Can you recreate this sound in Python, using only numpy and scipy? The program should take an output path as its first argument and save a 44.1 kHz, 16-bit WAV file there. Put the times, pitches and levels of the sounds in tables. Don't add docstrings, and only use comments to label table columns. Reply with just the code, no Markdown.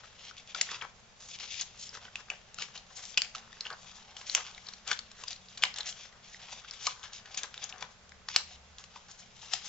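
import sys
import numpy as np
from scipy import signal
from scipy.fft import rfft, irfft, next_fast_len
from scipy.io import wavfile

SR = 44100
rng = np.random.default_rng(int(sys.argv[2]) if len(sys.argv) > 2 else 0)


def boost(x):
    u = np.asarray(x, float) / 20
    return 10 ** u


def transcribe(u):
    v = np.clip(np.atleast_2d(u).T, -1, 1)
    q = np.round(v * 32767).astype(np.int16)
    wavfile.write(sys.argv[1], SR, q)


N = 426888


def rms_one(x):
    return x / np.sqrt(np.mean(x ** 2) + 1e-20)


def in_time(rows):
    time_s, *columns = np.transpose(rows)
    return [np.interp(np.arange(N) / SR, time_s, column) for column in columns]


def at_hz(points, hz):
    point_hz, value = np.transpose(points)
    return np.interp(np.log(hz), np.log(point_hz), value)


def resonance(x, hz, width_hz):
    r = np.exp(-np.pi * width_hz / SR)
    poles = [1, -2 * r * np.cos(2 * np.pi * hz / SR), r * r]
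    return signal.lfilter([(1 - r * r) / 2, 0, (r * r - 1) / 2], poles, x)


def drift(rate_hz):
    r = np.exp(-2 * np.pi * rate_hz / SR)
    wander = signal.lfilter([1], [1, -2 * r, r * r], rng.standard_normal(N + SR))
    return rms_one(wander[SR:])


# hz, density_db_per_hz
AIR_SPECTRUM = [(15, 2.5), (32, 5), (55, 5.5), (110, 2), (220, -1), (450, -2.5), (800, -3), (1600, -6),
                (3200, -8), (6200, -11), (9000, -12.5)]
# hz, share_0_to_1
AIR_LIKENESS = [(60, 0.62), (300, 0.61), (1500, 0.23), (7000, 0)]
# hz, width_hz (of each of two passes), level_db
HOUSE_HUMS = [(123.4, 19, -73.5), (185.76, 4.6, -73), (221.2, 7.1, -75)]
# time_s, level_db
FAR_DRONE = [(7.9, -90), (7.99, -65), (8.37, -72), (8.59, -60.5), (8.82, -68), (9.0, -93)]
AIR_RMS_DB, DRONE_HZ, DRONE_WIDTH_HZ = -57, 73.2, 14


def room_tone():
    size = next_fast_len(N)
    hz = np.maximum(np.arange(size // 2 + 1) * SR / size, 1)
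    mid, side = rfft(rng.standard_normal((2, size)))
    alike = np.clip(at_hz(AIR_LIKENESS, hz), 0, 1)
    pair = np.sqrt(1 + alike) * mid + np.sqrt(1 - alike) * side * np.array([[1], [-1]])
    coloured = irfft(pair * boost(at_hz(AIR_SPECTRUM, hz)), size)[:, :N]
    air = boost(AIR_RMS_DB) * rms_one(coloured)

    white = rng.standard_normal(N)
    hums = np.zeros(N)
    for hum_hz, width_hz, level_db in HOUSE_HUMS:
        hum = resonance(resonance(white, hum_hz, width_hz), hum_hz, width_hz)
        hums += boost(level_db) * rms_one(hum)

    drone_db, = in_time([(7.6, -110)] + FAR_DRONE + [(9.2, -110)])
    drone = resonance(resonance(white, DRONE_HZ, DRONE_WIDTH_HZ), DRONE_HZ, DRONE_WIDTH_HZ)
    return air + hums + boost(drone_db) * rms_one(drone)


# time_s, friction_db, flexing_db
HOLD_CURVE = [(0.0, -55, -66), (0.54, -62, -71), (0.7, -48, -64), (0.94, -68.5, -74), (1.56, -52, -65.5),
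              (2.29, -60.5, -69), (4.26, -53, -60.5), (5.53, -58, -72.5), (5.85, -62.5, -56),
              (6.04, -64.5, -65), (7.57, -56, -58.5), (8.03, -70.5, -69), (9.25, -57.5, -70.5),
              (9.68, -48.5, -62)]
# start_s, length_s, friction_db, brightness_db, flexing_db
CARD_STROKES = [(0.037, 0.0086, -54, 0, -54), (0.196, 0.1, -48, -3.5, -66.5), (0.38, 0.017, -52, -11, -76),
                (0.498, 0.0052, -51, -16, -58), (0.562, 0.052, -40.5, 1.5, -51),
                (0.676, 0.084, -44.5, -11, -47), (.82, 0.029, -52, -8, -44), (1.208, 0.057, -51, 5, -61.5),
                (1.295, 0.057, -42, 4.5, -68), (1.404, 0.054, -38.5, 2.5, -56), (1.493, 0.12, -38, 0, -64),
                (1.647, 0.046, -55, 1, -74), (1.792, 0.088, -46, 7.5, -78),
                (1.944, 0.018, -37.5, 7.5, -46.5), (2.015, 0.044, -49.5, 0, -54),
                (2.162, 0.044, -50.5, 8, -58), (2.308, 0.013, -55, -9, -46), (2.596, 0.027, -32, 2, -46.5),
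                (2.757, 0.029, -45, -4, -55), (2.969, 0.17, -47, 9, -62), (3.36, 0.041, -55, 3, -58),
                (3.647, 0.022, -49, -10, -46), (3.702, 0.033, -71, -8, -45.5), (3.872, 0.027, -51, -4, -63),
                (4.184, 0.032, -43, 11, -81), (4.27, 0.089, -38.5, 6.5, -60.5),
                (4.355, 0.052, -45.5, -15, -43), (4.443, 0.057, -49.5, -7, -56),
                (4.65, 0.048, -50, 2, -61.5), (4.879, 0.048, -41, -10.5, -43),
                (5.193, 0.034, -47.5, 3, -54.5), (5.279, 0.048, -39, 4.5, -55.5),
                (5.589, .04, -47, 1.5, -53), (5.77, 0.042, -51, 11, -53.5), (5.87, 0.023, -30, 7, -47),
                (5.968, 0.1, -42.5, 5, -56), (6.244, 0.12, -50.5, 2, -75), (6.399, 0.13, -47, 0, -54),
                (6.524, 0.073, -48.5, -5.5, -59.5), (6.65, 0.044, -50.5, -9, -70),
                (6.734, 0.077, -47, -1, -71), (6.823, 0.042, -38.5, 4, -54), (6.894, 0.01, -37, -6, -48),
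                (7.041, 0.016, -45, -4, -51.5), (7.132, 0.054, -43.5, 5.5, -62.5),
                (7.316, 0.0067, -48, 4.5, -70), (7.38, 0.005, -40, -13.5, -63),
                (7.435, 0.0091, -47, -8.5, -47), (7.546, 0.078, -47.5, -4, -57.5),
                (7.626, 0.01, -37.5, -2, -73), (7.727, 0.037, -61, -6, -50.5),
                (7.822, 0.014, -52.5, -11, -46), (8.302, .07, -38, 0, -58), (8.475, 0.079, -50.5, -3, -65),
                (8.789, 0.0067, -50, 6, -55.5), (8.948, 0.016, -54.5, 0, -59),
                (9.098, 0.013, -50, 4, -58.5), (9.189, 0.018, -54.5, 16.5, -63),
                (9.417, .07, -49.5, 4, -64.5), (9.526, 0.028, -33.5, 1, -47.5), (9.646, 0.12, -46, 14, -67)]
PRESS_DB_PER_S, LIFT_DB_PER_S = 901, 497.5
SHIVER_DB, SHIVER_FLEX_DB, SHIVER_DB_PER_S = -41, -42, 250


def handling():
    t = np.arange(0, N, 32) / SR
    rows = [(*stroke, PRESS_DB_PER_S, LIFT_DB_PER_S) for stroke in CARD_STROKES]
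    rows += [(start_s, 0, peak_db + SHIVER_DB, 0, peak_db + SHIVER_FLEX_DB, 1e5, SHIVER_DB_PER_S)
             for start_s, peak_db, *_ in CARD_SNAPS]
    start_s, length_s, friction_db, bright_db, flex_db, press, lift = np.transpose(rows)[:, :, None]
    shape_db = -press * np.maximum(start_s - t, 0) - lift * np.maximum(t - start_s - length_s, 0)
    hold_db, hold_flex_db = in_time(HOLD_CURVE)

    def gain(level_db, rest_db):
        power = np.sum(boost(2 * (level_db + shape_db)), axis=0)
        return np.sqrt(np.interp(np.arange(N) / SR, t, power) + boost(2 * rest_db))

    dull = gain(friction_db - bright_db / 2, hold_db)
    bright = gain(friction_db + bright_db / 2, hold_db)
    return dull, bright, gain(flex_db, hold_flex_db)


def grains(per_s, spread_db):
    size = boost(spread_db * np.minimum(rng.exponential(1, N), 5))
    sign = rng.choice([-1, 1], N)
    return size * sign * (rng.random(N) < per_s / SR) + 1e-18


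def through(x, modes, wander_db):
    total = np.zeros(N)
    for k, (hz, width_hz, level_db) in enumerate(modes):
        gain = boost(level_db + wander_db * drift(3.54))
        total += (-1) ** k * gain * resonance(x, hz, width_hz)
    return rms_one(total)


# hz, width_hz, level_db
CARD_MODES = [(3024, 3450, 6.5), (4000, 1320, 2), (4940, 3060, 1.5), (6140, 3600, 9.5)]
# hz, width_hz, level_db
SHEET_MODES = [(437, 410, -9.5), (770, 226, 2.5), (1083, 1300, 1), (1830, 1070, 0)]


def sliding():
    dull, bright, flexing = handling()
    clumps = drift(34)
    slips = grains(5000, spread_db=1.5) * boost(2.7 * clumps)
    slips += boost(8.5) * grains(30, spread_db=4.0)
    high_pass = signal.butter(4, 2000, "high", fs=SR, output="sos")
    slips = signal.sosfilt(high_pass, slips)
    card = dull * through(slips, CARD_MODES[:2], wander_db=0.0)
    card += bright * through(slips, CARD_MODES[2:], wander_db=3.0)
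    flex_slips = grains(1500, spread_db=3.5) * boost(2.0 * clumps + 2.1 * drift(42))
    flex = through(flex_slips, SHEET_MODES, wander_db=1.84)
    return boost(-4.5) * card + flexing * flex


# start_s, peak_db, ring_hz, tick_db (rms re ring), t60_s (of the cracks)
CARD_SNAPS = [(0.31, -36, 1390, -6, 0.007), (.055, -41, 2500, 8, .02), (.25, -34, 5500, 6.5, 0.013),
              (0.378, -42, 3810, 2, 0.033), (0.474, -34.5, 3030, 9, 0.0053), (.546, -21, 1400, 2.5, 0.02),
              (0.6115, -7, 6340, 9, 0.0093), (.689, -31.5, 1830, -9, 0.031),
              (0.8113, -31, 3040, -13, 0.029), (0.8203, -28, 2330, -3, 0.024),
              (1.398, -27.5, 4600, 6, 0.035), (1.43, -30, 1530, 10, .01), (1.6086, -20, 6100, 8, 0.054),
              (1.6195, -20.5, 3960, 5, 0.01), (1.891, -32, 5100, -12, 0.01), (2.051, -37, 2960, -6, .02),
              (2.08, -42.5, 1510, -19, 0.014), (2.1554, -21.5, 2640, 2, .006),
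              (2.3004, -18.5, 2720, -4, 0.011), (2.543, -29, 6070, 5.5, 0.0049),
              (2.585, -23.5, 1420, 3.5, .015), (2.62, -17, 3130, 6, .02), (2.775, -30.5, 4180, 0, .02),
              (3.037, -30, 5270, 12, .017), (3.1417, -34, 3560, 7, 0.016), (3.1727, -3.5, 2780, 2.5, 0.033),
              (3.218, -9, 4840, 1, 0.0063), (3.2456, -25, 2550, 0, .025), (3.3487, -23, 1290, 3.5, 0.016),
              (3.3562, -23.5, 2980, 20, 0.0098), (3.3805, -27, 3140, 16, 0.0089),
              (3.528, -34, 1800, 2, .008), (3.6067, -19, 4440, -3.5, 0.016), (3.651, -30, 2870, -11, 0.026),
              (3.666, -26, 2950, -10, 0.023), (3.7013, -23, 1480, -1, 0.019),
              (3.727, -34.5, 4500, -3, 0.02), (4.1656, -28, 3110, 6, .02), (4.2114, -32.5, 1060, 8, 0.016),
              (4.2965, -14.5, 4240, -2, 0.0098), (4.349, -2, 5610, 12.5, 0.0017),
              (4.405, -35, 1890, -7, 0.017), (4.511, -37, 2500, 11, 0.0089),
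              (4.5466, -32.5, 3780, 2, 0.012), (4.5768, -29.5, 2020, 0, 0.024),
              (4.667, -36, 4450, -11, 0.016), (4.686, -28.5, 4340, -12, 0.0091),
              (4.735, -29.5, 4470, 5, 0.016), (4.8763, -18.5, 5400, 7, 0.0042),
              (4.9127, -11.5, 1560, 6.5, 0.024), (4.9275, -20, 3370, 3, 0.028),
              (4.9898, -18, 4320, 4.5, 0.006), (5.114, -31.5, 4830, 27, 0.015),
              (5.2365, -25, 1130, 9, 0.01), (5.2803, -25, 4600, 0, .012), (5.311, -27, 4260, 3.5, 0.01),
              (5.3294, -27, 4200, -1, 0.006), (5.36, -36, 4300, 6, .012), (5.484, -38.5, 4250, -2, 0.0091),
              (5.573, -27.5, 4050, 6, .035), (5.621, -20, 3070, -1, 0.066),
              (5.6359, -1.5, 3230, 6.5, 0.0043), (5.639, -33.5, 967, -17, 0.025),
              (5.65, -18.5, 4100, -2, 0.016), (5.74, -24.5, 4600, 4, 0.014), (5.7592, -23, 3580, 15, .04),
              (5.773, -29.5, 3530, -1, .03), (5.784, -17, 3570, 19.5, 0.013),
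              (5.8048, -20, 3690, -4, 0.026), (5.83, -31, 3590, 1, 0.0068), (5.857, -29, 5900, 4.5, 0.023),
              (5.9245, -29, 3000, 3, 0.01), (6.125, -42, 1940, 2, .01), (6.344, -35.5, 1930, -4, 0.0071),
              (6.485, -34.5, 2720, -4, .008), (6.643, -40.5, 1440, -17, 0.071),
              (6.71, -23.5, 4520, -16, 0.0024), (6.8673, -8.5, 4590, 25, 0.021),
              (6.87, -25.5, 1080, -15, 0.055), (7.0301, -29.5, 3480, 0, .007),
              (7.132, -26.5, 5710, 13.5, 0.0054), (7.2558, -35, 1810, 5, .03),
              (7.343, -27, 4700, 11, 0.032), (7.3715, -19.5, 6420, 5, 0.068), (7.432, -16, 6520, 4, 0.018),
              (7.5406, -24.5, 1620, 20, .015), (7.577, -27.5, 3720, -2, .005), (7.64, -20, 6590, 0, 0.0064),
              (7.69, -28.5, 5460, 21, 0.062), (7.7244, -30.5, 2880, -18, 0.0041),
              (7.781, -38, 5500, 3, .01), (7.805, -30, 4020, 15, 0.053), (7.8242, -21, 1020, 8, .012),
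              (8.092, -40, 5000, 15, 0.0047), (8.119, -39.5, 1740, -3, 0.0035),
              (8.2856, -19, 1960, 13, 0.0097), (8.3606, -2, 4340, 17, 0.01),
              (8.3625, -22.5, 770, 3, 0.0067), (8.783, -29, 3100, 23, 0.0081),
              (8.839, -33, 3320, 10, 0.017), (8.9586, -33, 913, -4, 0.0091),
              (9.5343, -10.5, 4800, 14, 0.018), (9.536, -32, 740, -7.5, 0.02)]
RISE_S, RISE_SHARE = 0.00052, 0.027


def snaps(sharpness=5.1, tick_hz=3000, tick_breadth=1.8, thump_db=-24, spread_db=6.5):
    length = 2048
    out, t = np.zeros(N + length), np.arange(length) / SR
    draws = rng.standard_normal((len(CARD_SNAPS), 2, length))
    cracks = draws[:, 0] * boost(spread_db * draws[:, 1])
    for (start_s, peak_db, ring_hz, tick_db, t60_s), crack in zip(CARD_SNAPS, cracks):
        rise_s = max(RISE_S + RISE_SHARE * t60_s, 1 / SR)
        decay_db = -60 * np.maximum(t - rise_s, 0) / np.clip(t60_s, .002, .08)
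        run = crack * np.minimum(t / rise_s, 1) * boost(decay_db)
        ring = resonance(run, ring_hz, ring_hz / sharpness)
        ring = resonance(ring, ring_hz, 2 * ring_hz / sharpness)
        centre_hz = np.sqrt(ring_hz * tick_hz)
        tick = resonance(run, centre_hz, tick_breadth * centre_hz)
        thump = resonance(run, 250, 530)
        snap = rms_one(ring) + boost(tick_db) * rms_one(tick) + boost(thump_db) * rms_one(thump)
        i = round(start_s * SR)
        out[i:i + length] += boost(peak_db) * snap / np.abs(snap).max()
    return out[:N]


LEFT_DB, RIGHT_LAG_S = 3.5, 3e-5


def placed(x, restless_db=1.2):
    pan_db = LEFT_DB + restless_db * (drift(36) + drift(4.4))
    late = np.interp(np.arange(N) - RIGHT_LAG_S * SR, np.arange(N), x)
    return np.array([x * boost(pan_db / 2), late * boost(-pan_db / 2)])


ROOM_T60_S, ROOM_DB, TABLE_DB = 0.28, -9.5, -11


def room(x, count=4):
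    t = np.arange(round(.4 * SR)) / SR
    noise = rng.standard_normal((count + 1, 2, len(t)))
    tail = noise[0] * boost(-60 * t / ROOM_T60_S) * np.minimum(t / 0.0023, 1)
    bounces = resonance(noise[1:], 4000, 9400) * boost(-60 * t / 0.02) * (t > .0005)
    bounces = bounces[:, :, :2048]
    shares = np.array([drift(3.24) for _ in bounces])
    shares = shares / np.linalg.norm(shares, axis=0)
    paths = [(boost(ROOM_DB), tail)]
    paths += [(boost(TABLE_DB) * share, bounce) for share, bounce in zip(shares, bounces)]
    wet = np.zeros((2, N))
    for gain, echo in paths:
        unit_echo = echo / np.linalg.norm(echo, axis=1, keepdims=True)
        wet += signal.oaconvolve(gain * x, unit_echo, axes=1)[:, :N]
    return wet


def scene():
    card = placed(snaps() + sliding())
    return card + room(card) + room_tone()


def roll_off(x):
    return signal.sosfilt(signal.butter(12, 16500, fs=SR, output="sos"), x)


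# hz, width_hz, depth_db
MIC_DIPS = [(292, 170, -23), (978, 36, -34)]
TOP_HZ, HEADROOM = 7498, .52


def record(dry):
    x = dry
    for hz, width_hz, depth_db in MIC_DIPS:
        x = x - (1 - boost(depth_db)) * resonance(x, hz, width_hz)
    x = signal.sosfilt(signal.cheby1(16, .5, TOP_HZ, fs=SR, output="sos"), x)
    x = np.clip(x, -HEADROOM, HEADROOM)
    return roll_off(x)


dry = scene()
out = record(dry)
transcribe(out)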